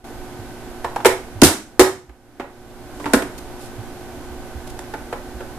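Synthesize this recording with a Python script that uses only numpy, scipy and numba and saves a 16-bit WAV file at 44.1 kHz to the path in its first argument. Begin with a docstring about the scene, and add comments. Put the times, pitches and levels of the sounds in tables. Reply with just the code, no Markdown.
"""Vegetable chopper in a kitchen

A plastic chopper stands on a cutting board while a fan hums. The lid drops on a piece of cucumber, is
slammed down to push it through the blade grid, and is slapped shut. The box is knocked on its end, set
down and opened. Each blow makes the box ring, the thin plastic chatter and the table rock.
The loud blows overload the microphone and briefly turn its level down."""
import sys
import numpy as np
from scipy import signal
from scipy.fft import rfft, irfft
from scipy.io import wavfile
from numba import njit

SR = 44100
rng = np.random.default_rng(int(sys.argv[2]) if len(sys.argv) > 2 else 0)


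def persist_wave(psi):
    """Save psi, clipped to +-1, as 16-bit WAV."""
    counts = np.round(np.clip(psi, -1, 1) * 32767).astype(np.int16)
    wavfile.write(sys.argv[1], SR, np.atleast_2d(counts).T)


N = 246152
TIME = np.arange(N) / SR

# lid and box hit each other or the board: t/s, force/dB, knock pitch/Hz, clack pitch/Hz, hardness/dB
BLOWS = [ (0.845, -19.5, 800, 910, -7), (0.961, -22, 800, 830, -4), (1.003, -32, 815, 850, -16),
         (1.048, -10.5, 530, 2600, 3.5), (1.056, -2, 464, 2300, 5.5), (1.7947, 16.5, 410, 1770, 4),
         (2.094, -29.5, 296, 2200, -18), (2.398, -9, 320, 2490, -28), (2.999, -28.5, 270, 950, -21),
         (3.043, -31, 300, 2150, -9), (3.058, -15.5, 290, 935, -20), (3.135, -5, 254, 1680, 4.5),
         (3.222, -23.5, 270, 2430, -1), (4.791, -40.5, 810, 1880, 19), (4.938, -25.5, 620, 1390, -11),
         (5.127, -21.5, 580, 1180, -12), (5.406, -30.5, 560, 1480, -30)]
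# tone of snapping plastic and tearing cucumber: f/Hz, level/dB
SNAP_TONE = [(150, -48.5), (600, -12.5), (2000, -3), (3600, 0.5), (5000, 0), (8500, 0.5), (11000, -2),
             (14000, -8), (16000, -32.5)]

CHOP_S = 1.417   # the palm slaps the lid
RAM_S, RAM_DB = CHOP_S + 0.00402, 12   # the lid rams the cucumber
THROUGH_S, THROUGH_DB = CHOP_S + 0.016, 13   # the skin gives way


def chop(ram_hz=225, through_hz=303, grid_hz=1550, grid_fade_s=0.22, tear_rise_s=0.0011):
    """A slap, a dull ram, then the cucumber tears through the rattling grid; gives (ring, chatter)."""
    ring, chatter = np.zeros((2, 2, N))
    t = TIME[:SR // 3]
    grid_fade = dying(t, grid_fade_s)
    add(chatter, CHOP_S, from_db(-6.5) * snap(t) * dying(t, fade_s=0.11))
    add(ring, RAM_S, from_db(RAM_DB) * knock(t, ram_hz))
    add(chatter, RAM_S, from_db(-7.5) * clack(t, grid_hz, ram_hz) * grid_fade)
    add(ring, THROUGH_S, from_db(THROUGH_DB) * knock(t, through_hz))
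    add(chatter, THROUGH_S, from_db(-1.5) * clack(t, grid_hz, through_hz) * grid_fade)
    tear_shape = (1 - np.exp(-t / tear_rise_s)) * dying(t, fade_s=0.16)
    add(chatter, THROUGH_S, from_db(8) * crackle(t) * tear_shape)
    return np.array([ring, chatter])


def box_blows(bounce_db=-4.5):
    """Each blow and its one bounce ring the box and shake the thin plastic; gives (ring, chatter)."""
    ring, chatter = np.zeros((2, 2, N))
    t = TIME[:SR // 3]
    for s, force_db, knock_hz, clack_hz, hardness_db in BLOWS:
        clack_gain = from_db(-2 + 0.75 * force_db + 0.23 * hardness_db)
        snap_gain = from_db(-11 + force_db + hardness_db)
        chatter_s = 0.058 * from_db(0.11 * force_db - 0.19 * hardness_db)   # longer if heavy and soft
        bounce_s = 0.0087 * from_db(0.33 * force_db)   # later if heavy
        for start, gain in ((s, 1), (s + bounce_s, from_db(bounce_db))):
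            add(ring, start, gain * from_db(force_db) * knock(t, knock_hz))
            plastic = clack_gain * clack(t, clack_hz, knock_hz) + snap_gain * snap(t)
            add(chatter, start, gain * plastic * dying(t, chatter_s))
    return np.array([ring, chatter])


def knock(t, centre_hz, chance_db=4):
    """The box rings with many tones; the spot that is hit favours those near one pitch."""
    # tones of the box on its board: f/Hz, level/dB, fade time/s
    box_tones = [(236.3, 1, 0.049), (254.8, -2, 0.11), (287, -1, 0.08), (319, -2.5, 0.071),
                 (374.3, 0.5, 0.13), (456.4, -8, 0.09), (480, 0, 0.057), (575.5, -14.5, 0.25),
                 (686, -4, 0.066), (822.5, -9.5, 0.2), (880, -5.5, 0.13), (957, -11.5, 0.083),
                 (1063, -14.5, 0.051), (1344, -4, 0.062), (1636, -5, 0.05), (1758, -8, 0.11),
                 (2215, -9.5, 0.045)]
    hz, level_db, fade_s = np.array(box_tones).T
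    octaves = np.log2(hz / centre_hz)
    falloff_db = np.where(octaves < 0, 24, -9) * octaves
    gains = from_db(level_db + falloff_db + chance_db * rng.standard_normal(len(hz)))
    signs = rng.choice([-1, 1], len(hz))   # which way each tone swings at that spot
    rings = np.sin(2 * np.pi * hz[:, None] * t) * dying(t, fade_s[:, None])
    return (signs * gains) @ rings / np.sqrt(np.sum(gains ** 2) / 2)


def clack(t, centre_hz, knock_hz, lift_db=6, width_octaves=0.33):
    """The crowded tones of thin plastic blur into noise, lifted where the struck panel rings."""
    # tone of the thin plastic: f/Hz, level/dB
    plastic_tone = [(100, -54), (220, -18), (430, 1.5), (660, -3.5), (900, -2), (1600, -7.5), (2400, -14),
                    (3300, -19), (6000, -28), (15000, -37)]
    hz = np.geomspace(100, 16000, 80)
    panel_db = lift_db * np.exp(-(np.log2(hz / centre_hz) / width_octaves) ** 2)
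    bass_cut_db = 9 * np.minimum(np.log2(hz / knock_hz), 0)
    return noise(np.column_stack([hz, at_hz(plastic_tone, hz) + panel_db + bass_cut_db]), len(t))


def snap(t):
    """The plastic's edges meet with a bright, grainy crack."""
    return noise(SNAP_TONE, len(t)) * grain(t, per_s=1100, spread_db=3.5)


def crackle(t):
    """Wet cucumber breaks in many tiny cracks."""
    return noise(SNAP_TONE, len(t)) * grain(t, per_s=1200, spread_db=4)


def sliding_dice():
    """Diced cucumber slides in the tipped box with short swells of wet crackle."""
    # the slides: t/s, level/dB, length/s
    slides = [(2.928, -46, 0.54), (3.377, -37, 0.017), (3.59, -44.5, 0.094), (4.669, -41.5, 0.016),
              (4.696, -40.5, 0.014)]
    out, t = np.zeros((2, N)), TIME[:SR // 4]
    for s, level_db, length in slides:
        swell = np.sqrt(np.sin(np.pi * np.minimum(t / length, 1)).clip(0))
        add(out, s, from_db(level_db) * swell * crackle(t))
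    return out


def table_thuds(rise_s=0.014):
    """The chop, the blows and soft bumps each rock the table for a few swings."""
    # low tones of the table: f/Hz, level compared with the blow/dB
    table_tones = [(55, -27), (88, -28.5), (146, -33.5)]
    # hands and box bump the table: t/s, level/dB, f/Hz
    bumps = [(0.386, -31.5, 99), (1.353, -26.5, 99), (2.086, -20, 58), (3.781, -26.5, 110),
             (4.301, -31, 64.7), (4.55, -26.5, 70), (5.343, -28.5, 59.7)]
    out, t = np.zeros((2, N)), TIME[:SR // 4]
    pushes = [(RAM_S, RAM_DB), (THROUGH_S, THROUGH_DB)] + [blow[:2] for blow in BLOWS]
    rocks = [(s, force_db + tone_db, hz) for s, force_db in pushes for hz, tone_db in table_tones]
    # the arm drives the board against the table, then its weight lands once the lid is down
    arm_thuds = [(RAM_S, -3.5, 148.4), (CHOP_S + 0.04, -10.5, 87)]
    swell = t / rise_s * np.exp(1 - t / rise_s)
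    for s, level_db, hz in rocks + arm_thuds + bumps:
        add(out, s, from_db(level_db) * swell * np.sin(2 * np.pi * hz * t))
    return out


def kitchen_echo(sound, first_echo_s=0.0083):
    """The room returns a wash of echoes; each band of pitch dies away at its own speed."""
    # the kitchen's echo: f/Hz, level/dB, fade time/s
    room = [(100, 5, 0.66), (294, -1, 0.24), (686, -4.5, 0.33), (1510, -4.5, 0.35), (4000, -7.5, 0.33),
            (9000, -8.5, 0.37), (15000, -4, 0.21)]
    t, echoes = TIME[:SR // 2], 0
    edges = np.geomspace(80, 18000, 9)
    for low, high in zip(edges, edges[1:]):
        hz = np.sqrt(low * high)
        band_filter = signal.butter(2, [low, high], "band", fs=SR, output="sos")
        band = signal.sosfilt(band_filter, noise([(1, 0)], len(t)))
        fade = dying(t, at_hz(room, hz, column=2)) * (t > first_echo_s)
        echoes = echoes + from_db(at_hz(room, hz)) * band * fade / np.sqrt(np.sum(fade ** 2))
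    return signal.fftconvolve(sound, echoes, axes=1)[:, :N]


def fan(rush_db=-35.5, waver_radians=0.3):
    """Air rushes steadily over a motor hum that wavers a little."""
    # tone of the rushing air: f/Hz, level/dB
    air_tone = [(20, 8.5), (60, 2), (130, -3), (190, -7), (270, 0.5), (370, -3.5), (500, -6), (780, -5),
                (1100, -12), (1600, -14.5), (2600, -19.5), (5000, -23), (8000, -25), (12500, -26),
                (15000, -34.5)]
    # tones of the motor: f/Hz, level/dB
    motor_tones = [(59, -53), (120, -49.5), (240, -47), (291, -50), (360.2, -42.5), (747.6, -50),
                   (805, -61.5), (1495.4, -55.5), (1553.2, -57)]
    out = from_db(rush_db) * noise(air_tone, N)
    turns = np.linspace(0, TIME[-1], 40)
    for hz, level_db in motor_tones:
        phase = 2 * np.pi * (hz * TIME + rng.random())
        waver = waver_radians * np.interp(TIME, turns, rng.standard_normal(len(turns)))
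        out += np.sqrt(2) * from_db(level_db) * np.sin(phase + waver)
    return out


def noise(tone, size):
    """Stereo noise of strength 1, shaped by rows of f/Hz, level/dB."""
    # how alike left and right sound: f/Hz, likeness (1 = the same)
    likeness = [(30, 0.35), (90, 0.52), (200, 0.98), (400, 0.99), (800, 0.86), (1400, 0.69), (2500, 0.21),
                (5000, -0.087), (12000, 0.12)]
    hz = np.fft.rfftfreq(size, 1 / SR)
    alike = np.clip(at_hz(likeness, hz), -1, 1)
    mid, side = rfft(rng.standard_normal((2, size)))
    both = np.sqrt(1 + alike) * mid + np.sqrt(1 - alike) * side * [[1], [-1]]
    sound = irfft(both * from_db(at_hz(tone, hz)), size)
    return sound / sound.std()


def grain(t, per_s, spread_db):
    """The uneven strength of tiny slips and cracks."""
    slips = np.interp(t * per_s, np.arange(len(t)), rng.standard_normal(len(t)))
    gain = from_db(spread_db * np.clip(slips, -2, 2))
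    return gain / np.sqrt(np.mean(gain ** 2))


def from_db(db):
    """Turn decibels into a multiplier."""
    return 10 ** (np.asarray(db) / 20)


def at_hz(rows, hz, column=1):
    """Read between a table's rows, with octaves evenly spaced."""
    table = np.array(rows)
    return np.interp(np.log(hz + 1e-9), np.log(table[:, 0]), table[:, column])


def dying(t, fade_s):
    """A fade that loses 60 dB in the fade time."""
    return np.exp(-np.log(1000) * t / fade_s)


def add(out, s, sound):
    """Mix a sound in, starting at s seconds."""
    start = round(s * SR)
    out[:, start:start + sound.shape[-1]] += sound[..., :N - start]


def scene(left_db=-1.7, right_db=0.53, ring_echo_db=-9, bass_cut_hz=190):
    """The chopper stands a little to the right; its thin panels stir more echo than its base."""
    ring, chatter = box_blows() + chop()
    # a box this small gives off little bass
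    bass_cut = signal.butter(4, bass_cut_hz, "high", fs=SR, output="sos")
    ring = signal.sosfilt(bass_cut, ring + 1e-18)
    bright = chatter + sliding_dice()
    echo = kitchen_echo(bright + from_db(ring_echo_db) * ring)
    thuds = table_thuds() * from_db([[-2], [2]])   # left, right
    air = fan() * from_db([[-0.13], [0.13]])
    return (ring + bright + echo + thuds + air) * from_db([[left_db], [right_db]])


@njit
def ducking(peak_db, limit_db, attack_s, hold_s, release_db_per_s):
    """A level change in dB: it sinks while the sound is too loud, waits, then creeps back."""
    out, gain_db, waited = np.zeros(len(peak_db)), 0., 0.
    for i in range(len(peak_db)):
        over_db = peak_db[i] + gain_db - limit_db
        waited += 1
        if over_db > 0:
            gain_db -= over_db / (attack_s * SR)
            waited = 0.
        elif waited > hold_s * SR:
            gain_db = min(0., gain_db + release_db_per_s / SR)
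        out[i] = gain_db
    return out


def record(dry, start_db=-15, treble_cut_hz=14250):
    """The microphone opens after a moment and turns loud blows down; what gets past overloads it."""
    dry = dry * from_db(np.interp(TIME, [0.039, 0.043], [start_db, 0]))
    peak_db = 20 * np.log10(np.abs(dry).max(axis=0) + 1e-9)
    duck_db = ducking(peak_db, limit_db=-1.5, attack_s=0.011, hold_s=0.37, release_db_per_s=19)
    ducked = dry * from_db(duck_db)
    squashed = ducked / (1 + ducked ** 6) ** (1 / 6)   # overload rounds off the peaks
    treble_cut = signal.ellip(12, 0.2, 90, treble_cut_hz, fs=SR, output="sos")
    return signal.sosfilt(treble_cut, squashed)


dry = scene()
out = record(dry)
persist_wave(out)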